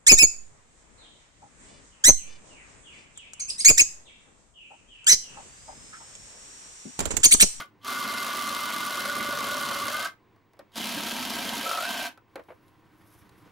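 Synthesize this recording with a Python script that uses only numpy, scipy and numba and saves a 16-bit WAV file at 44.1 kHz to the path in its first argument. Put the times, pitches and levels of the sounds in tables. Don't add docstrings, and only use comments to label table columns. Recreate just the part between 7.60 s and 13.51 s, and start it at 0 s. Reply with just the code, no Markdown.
import sys
import numpy as np
from scipy import signal
from scipy.fft import rfft, irfft
from scipy.io import wavfile
from scipy.ndimage import uniform_filter1d
from numba import njit

SR = 44100
rng = np.random.default_rng(int(sys.argv[2]) if len(sys.argv) > 2 else 0)


def voltage_ratio(decibels):
    exponent = np.asarray(decibels, float) / 20
    return 10 ** exponent


def file_out(sig):
    cols = np.atleast_2d(sig).T
    lim = np.clip(cols, -1, 1)
    pcm = np.round(lim * 32767).astype(np.int16)
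    wavfile.write(sys.argv[1], SR, pcm)


N = 260631
TIME = np.arange(N) / SR

# hammer engages in seconds, trigger released in seconds, gear rattle in dB,
# gap between blows in seconds, time to full load in seconds.
PULLS = [
    (-0.3, 0.0033, -35.5, .026, .05),
    (0.2469, 2.465, -34, 0.02, 0.041),
    (3.157, 4.466, -33, .0275, 0.011),
]
# time in seconds, grip of the head in the wood (0-1), stiffening of the joint (0-1).
SEATING = [(0, 0, 0), (1.2, 0, 0), (1.6, 1, 0), (2.3, .7, 0), (2.42, .7, 1), (2.6, .7, 1), (3.0, 0, 0),
           (4.03, 0, 0), (4.07, 1, 0), (4.2, 1, 0), (4.27, .75, 1), (4.31, .4, 1), (5.91, .4, 1)]
# frequency in Hz, level in dB per Hz.
CRACK = [(1500, -14), (3000, -1), (4000, 4.5), (6500, -3), (8500, -5), (11500, -1.5), (14000, -13),
         (16000, -3.5)]
CRACK_S = .0013
TURN_S = .0042
ENGAGE_DB = -8


def rms_one(x):
    return x / np.sqrt(np.mean(x ** 2) + 1e-20)


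def even(x, seconds=0.071):
    return x / np.sqrt(uniform_filter1d(x ** 2, int(seconds * SR)) + 1e-12)


def in_time(rows):
    s, *columns = np.transpose(rows)
    return np.array([np.interp(TIME, s, c) for c in columns])


def colour(x, points, size=4096):
    hz, db = np.transpose(points)
    grid = np.maximum(np.arange(size // 2 + 1), 1) * SR / size
    cepstrum = irfft(np.log(voltage_ratio(np.interp(np.log(grid), np.log(hz), db))))
    cepstrum[1:size // 2] *= 2
    cepstrum[size // 2 + 1:] = 0
    return signal.oaconvolve(x, irfft(np.exp(rfft(cepstrum))))[:N]


def drift(rate_hz):
    r = np.exp(-2 * np.pi * rate_hz / SR)
    noise = rng.standard_normal(N + SR)
    return rms_one(signal.lfilter([1], [1, -2 * r, r * r], noise)[SR:])


def grains(per_s, spread_db):
    sizes = voltage_ratio(spread_db * np.minimum(rng.exponential(1, N), 5)) * rng.choice([-1, 1], N)
    return rms_one(sizes * (rng.random(N) < per_s / SR))


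def bursts(times, levels_db, decay_s):
    clicks = np.full(N, 1e-12)
    clicks[np.round(np.asarray(times) * SR).astype(int)] = voltage_ratio(levels_db)
    envelope = signal.lfilter([1], [1, -np.exp(-1 / (decay_s * SR))], clicks)
    return envelope * rng.choice([-1, 1], N)


@njit
def resonate(x, cosine, r):
    y = np.zeros(len(x))
    for i in range(2, len(x)):
        y[i] = x[i] - x[i - 2] + 2 * r * cosine[i] * y[i - 1] - r * r * y[i - 2]
    return y * (1 - r * r) / 2


def shop_air():
    # frequency in Hz, level in dB per Hz.
    shop_hum = [(20, -19), (46, -21), (70, -23), (105, -7.5), (135, -15), (250, -15), (318, -11.5),
                (660, -25.5), (1020, -16.5), (1300, -27.5), (2060, -27.5), (3640, -37), (12500, -56.5),
                (13500, -70)]
    hum = rms_one(colour(rng.standard_normal(N), shop_hum))
    return voltage_ratio(-64) * hum * voltage_ratio(.6 * drift(3.8))


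def electronic_whine():
    # frequency in Hz, level in dB.
    whine_tones = [(15622, -84)]
    return sum(voltage_ratio(db + 5 + 1.5 * drift(20)) * np.sin(2 * np.pi * hz * TIME) for hz, db in whine_tones)


def throttle(coast_db_per_s):
    spin_db_per_s, free_db = 749, -4.5
    on, off, _, _, settle = np.transpose(PULLS)[:, :, None]
    free = (TIME < on) * (free_db + spin_db_per_s * (TIME - on))
    engaging = ENGAGE_DB * (1 - np.clip((TIME - on) / settle, 0, 1))
    braking = coast_db_per_s * np.maximum(TIME - off, 0)
    return free + engaging - braking


def chatter():
    level_db, spread_db = -1, 5.5
    speed_wander = .06
    wander, strength = rng.standard_normal((int(N / SR / TURN_S), 2)).T
    s = np.cumsum(TURN_S * (1 + speed_wander * wander))
    db = level_db + spread_db * np.clip(strength, -2, 2)
    inside = s < TIME[-1]
    return colour(bursts(s[inside], db[inside], CRACK_S), CRACK)


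def gear_rattle(load, coast_db_per_s):
    # frequency in Hz, level in dB per Hz.
    housing = [(1060, -21), (1800, -17.5), (1970, -3), (2060, -14.5), (2460, -8), (3140, -2), (3410, -1.5),
               (7290, -11), (8130, -15.5), (11600, -12.5), (15000, -17.5), (16000, -38.5)]
    level_db = np.max(throttle(coast_db_per_s) + np.array(PULLS)[:, 2:3], axis=0)
    teeth = load * grains(per_s=9000, spread_db=2.5) * voltage_ratio(1.2 * drift(150))
    return voltage_ratio(level_db) * (voltage_ratio(-6.0) * rms_one(colour(teeth, housing)) + chatter())


def blow_table():
    slip_s, play_s = .005, .0008
    first_db, blow_db, spread_db = -27.5, -22, 1.5
    s, peak_db = [], []
    for on, off, _, gap, settle in PULLS:
        slip, play, strength = rng.standard_normal((120, 3)).T
        since = np.arange(1, len(slip) + 1) * gap + slip_s * slip
        at = np.r_[on, on + TURN_S * np.round(since / TURN_S) + play_s * play]
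        load_db = ENGAGE_DB * (1 - np.clip(since / settle, 0, 1))
        db = np.r_[first_db, blow_db + load_db + spread_db * np.clip(strength, -2, 1.5)]
        held = (at > 0) & (at < off)
        s, peak_db = np.r_[s, at[held]], np.r_[peak_db, db[held]]
    return s, peak_db


def hammer():
    bounce_s, bounce_db, dip_s = .0042, -5, .003
    s, peak_db = blow_table()
    peak_db = peak_db - 3.0
    crack = bursts(s, peak_db, CRACK_S) + bursts(s + bounce_s, peak_db + bounce_db, CRACK_S)
    blows = bursts(s, peak_db + 17.5, decay_s=0.0033)
    dips = np.zeros(N)
    dips[((s - dip_s / 2) * SR).astype(int)] = 1
    dip_depth = .85 * np.convolve(dips, np.hanning(int(dip_s * SR)), "same")
    return colour(crack, CRACK), blows, 1 - np.clip(dip_depth, 0, 1)


def rings(force, modes):
    grip, stiff = in_time(SEATING)
    out = 0
    for hz, width_hz, level_db, grip_db, rise in modes:
        cosine = np.cos(2 * np.pi * hz * (1 + rise * stiff) / SR)
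        shaken = force * rng.choice([-1, 1], N)
        mode = resonate(shaken, cosine, np.exp(-np.pi * width_hz / SR))
        mode_db = level_db + grip_db * grip + 3.0 * drift(16)
        out = out + voltage_ratio(mode_db) * even(mode, seconds=0.035)
    return out


def shaken_frame(blows, ring_coast, hum_coast):
    # frequency in Hz, width in Hz, level in dB, dB gained by grip, share of rise when stiff (0-1).
    rings_first, rings_second = [(985, 50, -13, 0, 0), (1102, 16, -10, 4, .05), (1170, 15, 1.5, -1.5, .085),
                                 (1320, 20, -16, 4, .05), (1425, 16, -8, 0, .06), (1457, 12, -4, 4, .075),
                                 (1670, 50, -16, 1, 0), (2088, 12, -5, -2, .005), (2355, 40, -19, 0, 0),
                                 (3180, 60, -15, 0, 0)], [(930, 70, -10, 0, .03), (1305, 20, -16, 21, .19),
                                                      (1580, 100, -10, 0, 0), (2100, 35, -15, -3, 0),
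                                                      (2360, 30, -17, 7, 0), (2580, 40, -17, 7, 0),
                                                      (3170, 150, -10, 0, 0)]
    hums_first, hums_second = [(125, 50, -26, 12, 0), (242, 35, -5, -2, 0), (385, 60, -14, 2, .05),
                               (577, 35, -12, 11, .2)], [(238, 22, -5, -9, .05), (570, 22, -17, 13, .22),
                                                   (700, 45, -12, 9, 0)]
    # frequency in Hz, level in dB per Hz.
    wood = [(18, -51), (30, -27.5), (103, -15.5), (240, -12), (367, 2.5), (561, 15), (809, -0.5),
            (1100, -1), (1560, -11.5), (1780, -7.5), (2080, -13), (3000, -3.5), (3900, -29), (6600, -120)]
    # ring in dB, its gain by grip in dB, hum in dB, its gain by grip in dB, its gain when stiff in dB.
    frame_levels = [
        (-32, 0.5, -42, 4, -6.5),
        (-35, 3.5, -37, -0.5, -0.5),
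    ]
    second = TIME > 2.8
    grip, stiff = in_time(SEATING)
    ring_db, ring_grip_db, hum_db, hum_grip_db, hum_stiff_db = np.transpose(frame_levels)[:, second.astype(int)]
    ring_db = ring_db + ring_grip_db * grip + throttle(ring_coast).max(axis=0)
    hum_db = hum_db + hum_grip_db * grip + hum_stiff_db * stiff + throttle(hum_coast).max(axis=0)

    shake = rng.standard_normal(N) * voltage_ratio(1.6 * drift(40))
    force = shake + 4.3 * blows
    broad = rms_one(colour(force, wood))
    broad_low = signal.sosfilt(signal.butter(2, 830, "low", fs=SR, output="sos"), broad)
    broad_high = signal.sosfilt(signal.butter(2, 830, "high", fs=SR, output="sos"), broad)
    ring = np.where(second, rings(force, rings_second), rings(force, rings_first))
    hum = np.where(second, rings(force, hums_second), rings(force, hums_first))
    ring = even(ring + voltage_ratio(3.0) * broad_high)
    hum = even(hum + voltage_ratio(-2.0) * broad_low)
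    return voltage_ratio(ring_db) * ring + voltage_ratio(hum_db) * hum


def driver():
    # rattle, ring, hum in dB per second.
    coast_rates = (515, 387, 391)
    rattle_coast, ring_coast, hum_coast = coast_rates
    crack, blows, load = hammer()
    return gear_rattle(load, rattle_coast) + crack + shaken_frame(blows, ring_coast, hum_coast)


def spin_up():
    whine_hz, width_hz, whine_db, spin_s = 3200, 120, -63, .032
    on = np.transpose(PULLS)[0, :, None]
    gate = ((TIME > on - spin_s) & (TIME < on)).any(axis=0)
    cosine = np.full(N, np.cos(2 * np.pi * whine_hz / SR))
    tone = resonate(rng.standard_normal(N), cosine, np.exp(-np.pi * width_hz / SR))
    return voltage_ratio(whine_db) * uniform_filter1d(gate * 1., 200) * even(tone, seconds=.02)


def taps():
    # time in seconds, thud in Hz, thud in dB, tick in dB.
    contacts = [(0.2282, 1430, -57, -56), (2.5344, 1620, -60, -71), (2.7604, 1060, -59.5, -63.5),
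                (2.933, 635, -56.5, -56), (2.9676, 660, -59, -64), (2.9907, 555, -43, -43),
                (3.006, 260, -55, -86), (3.118, 966, -67, -54), (4.574, 1400, -49, -52),
                (4.7557, 483, -32, -38), (4.7744, 450, -46, -98), (4.793, 495, -42, -56),
                (4.836, 471, -72, -57), (4.885, 810, -42.5, -81), (4.9024, 530, -43.5, -90),
                (4.916, 486, -49, -87), (5.08, 1020, -63, -56), (5.2214, 470, -62, -74),
                (5.692, 1030, -58, -49)]
    # frequency in Hz, level in dB per Hz.
    bench = [(100, -28), (220, -10), (500, -4), (1200, -7), (2200, -13), (3500, -26), (7000, -48)]
    thud_s, thud_width_hz, thud_rise_s = .011, 130, .0028
    s, hz, thud_db, tick_db = np.transpose(contacts)
    tick = colour(bursts(s + .001, tick_db - 2.5, decay_s=0.0034), CRACK)
    latest = np.maximum(np.searchsorted(s, TIME) - 1, 0)
    soft = np.clip((TIME - s[latest]) / thud_rise_s, .3, 1)
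    thud = colour(soft * bursts(s, thud_db + 14.5, thud_s), bench)
    cosine = np.cos(2 * np.pi * hz[latest] / SR)
    pitched = resonate(thud, cosine, np.exp(-np.pi * thud_width_hz / SR))
    return tick + thud + voltage_ratio(8.0) * pitched


def hand():
    # middle in seconds, half length in seconds, hiss in dB.
    palm_strokes = [(4.9, 0.11, -80.5), (5.07, 0.062, -77), (5.383, .07, -80), (5.545, 0.13, -65),
                    (5.805, .07, -73)]
    # frequency in Hz, level in dB per Hz.
    skin, boards = [(2060, -28.5), (3500, -3), (4320, -8), (5630, -3), (7660, -9), (11400, 3), (13200, -3),
                    (15300, -9)], [(12, -38), (20, -24), (100, -3), (279, -11.5), (321, 0), (359, -17),
                                  (460, -12), (544, -20.5), (608, -18.5), (896, -15.5), (1000, -12.5),
                                  (8250, -38.5), (15200, -40)]
    lean_s, lean_db, lean_db_per_s = 4.68, -68.5, 9.0
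    fade_db, rest_db = 16, -95
    leaning = TIME > lean_s
    stroking = sum(voltage_ratio(db - fade_db * ((TIME - s) / half) ** 2) for s, half, db in palm_strokes)
    hiss = rms_one(colour(grains(per_s=7500, spread_db=2.5), skin)) * voltage_ratio(1.9 * drift(30))
    shuffle = rms_one(colour(rng.standard_normal(N), boards)) * voltage_ratio(1.5 * drift(25))
    weight = leaning * voltage_ratio(lean_db + lean_db_per_s * (TIME - lean_s))
    return (stroking + voltage_ratio(rest_db) * leaning) * hiss + weight * shuffle


def workshop(x):
    # frequency in Hz, left minus right in dB.
    tilt = [(25, -3), (60, -4.8), (125, -2.6), (250, -1.9), (500, 1.3), (1000, .5), (2000, -.7),
            (4000, -.8), (8000, 0)]
    # frequency in Hz, share of side reflections in dB.
    side_share = [(25, -10), (60, -11), (125, -6), (250, -12), (500, -10), (1000, -10), (2000, -11),
                  (4000, -13), (8000, -11), (12000, -22), (16000, -25)]
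    t60_s = .16
    t = np.arange(int(.4 * SR)) / SR
    tails = rng.standard_normal((2, len(t))) * voltage_ratio(-60 * t / t60_s) * (t > .002)
    common, side = (signal.oaconvolve(x, tail / np.linalg.norm(tail))[:N] for tail in tails)
    mid = x + voltage_ratio(-15) * common
    left, right = (colour(mid, [(hz, sign * db / 2) for hz, db in tilt]) for sign in (1, -1))
    return np.array([left, right]) + colour(side, side_share) * [[1], [-1]]


def scene():
    sources = shop_air() + driver() + spin_up() + taps() + hand()
    return workshop(sources) + electronic_whine()


def low_pass(x):
    return signal.sosfilt(signal.butter(12, 16250, fs=SR, output="sos"), x)


def record(dry):
    steep = signal.cheby2(14, 60, 16400, fs=SR, output="sos")
    return low_pass(signal.sosfilt(steep, dry))


dry = scene()
out = record(dry)
file_out(out)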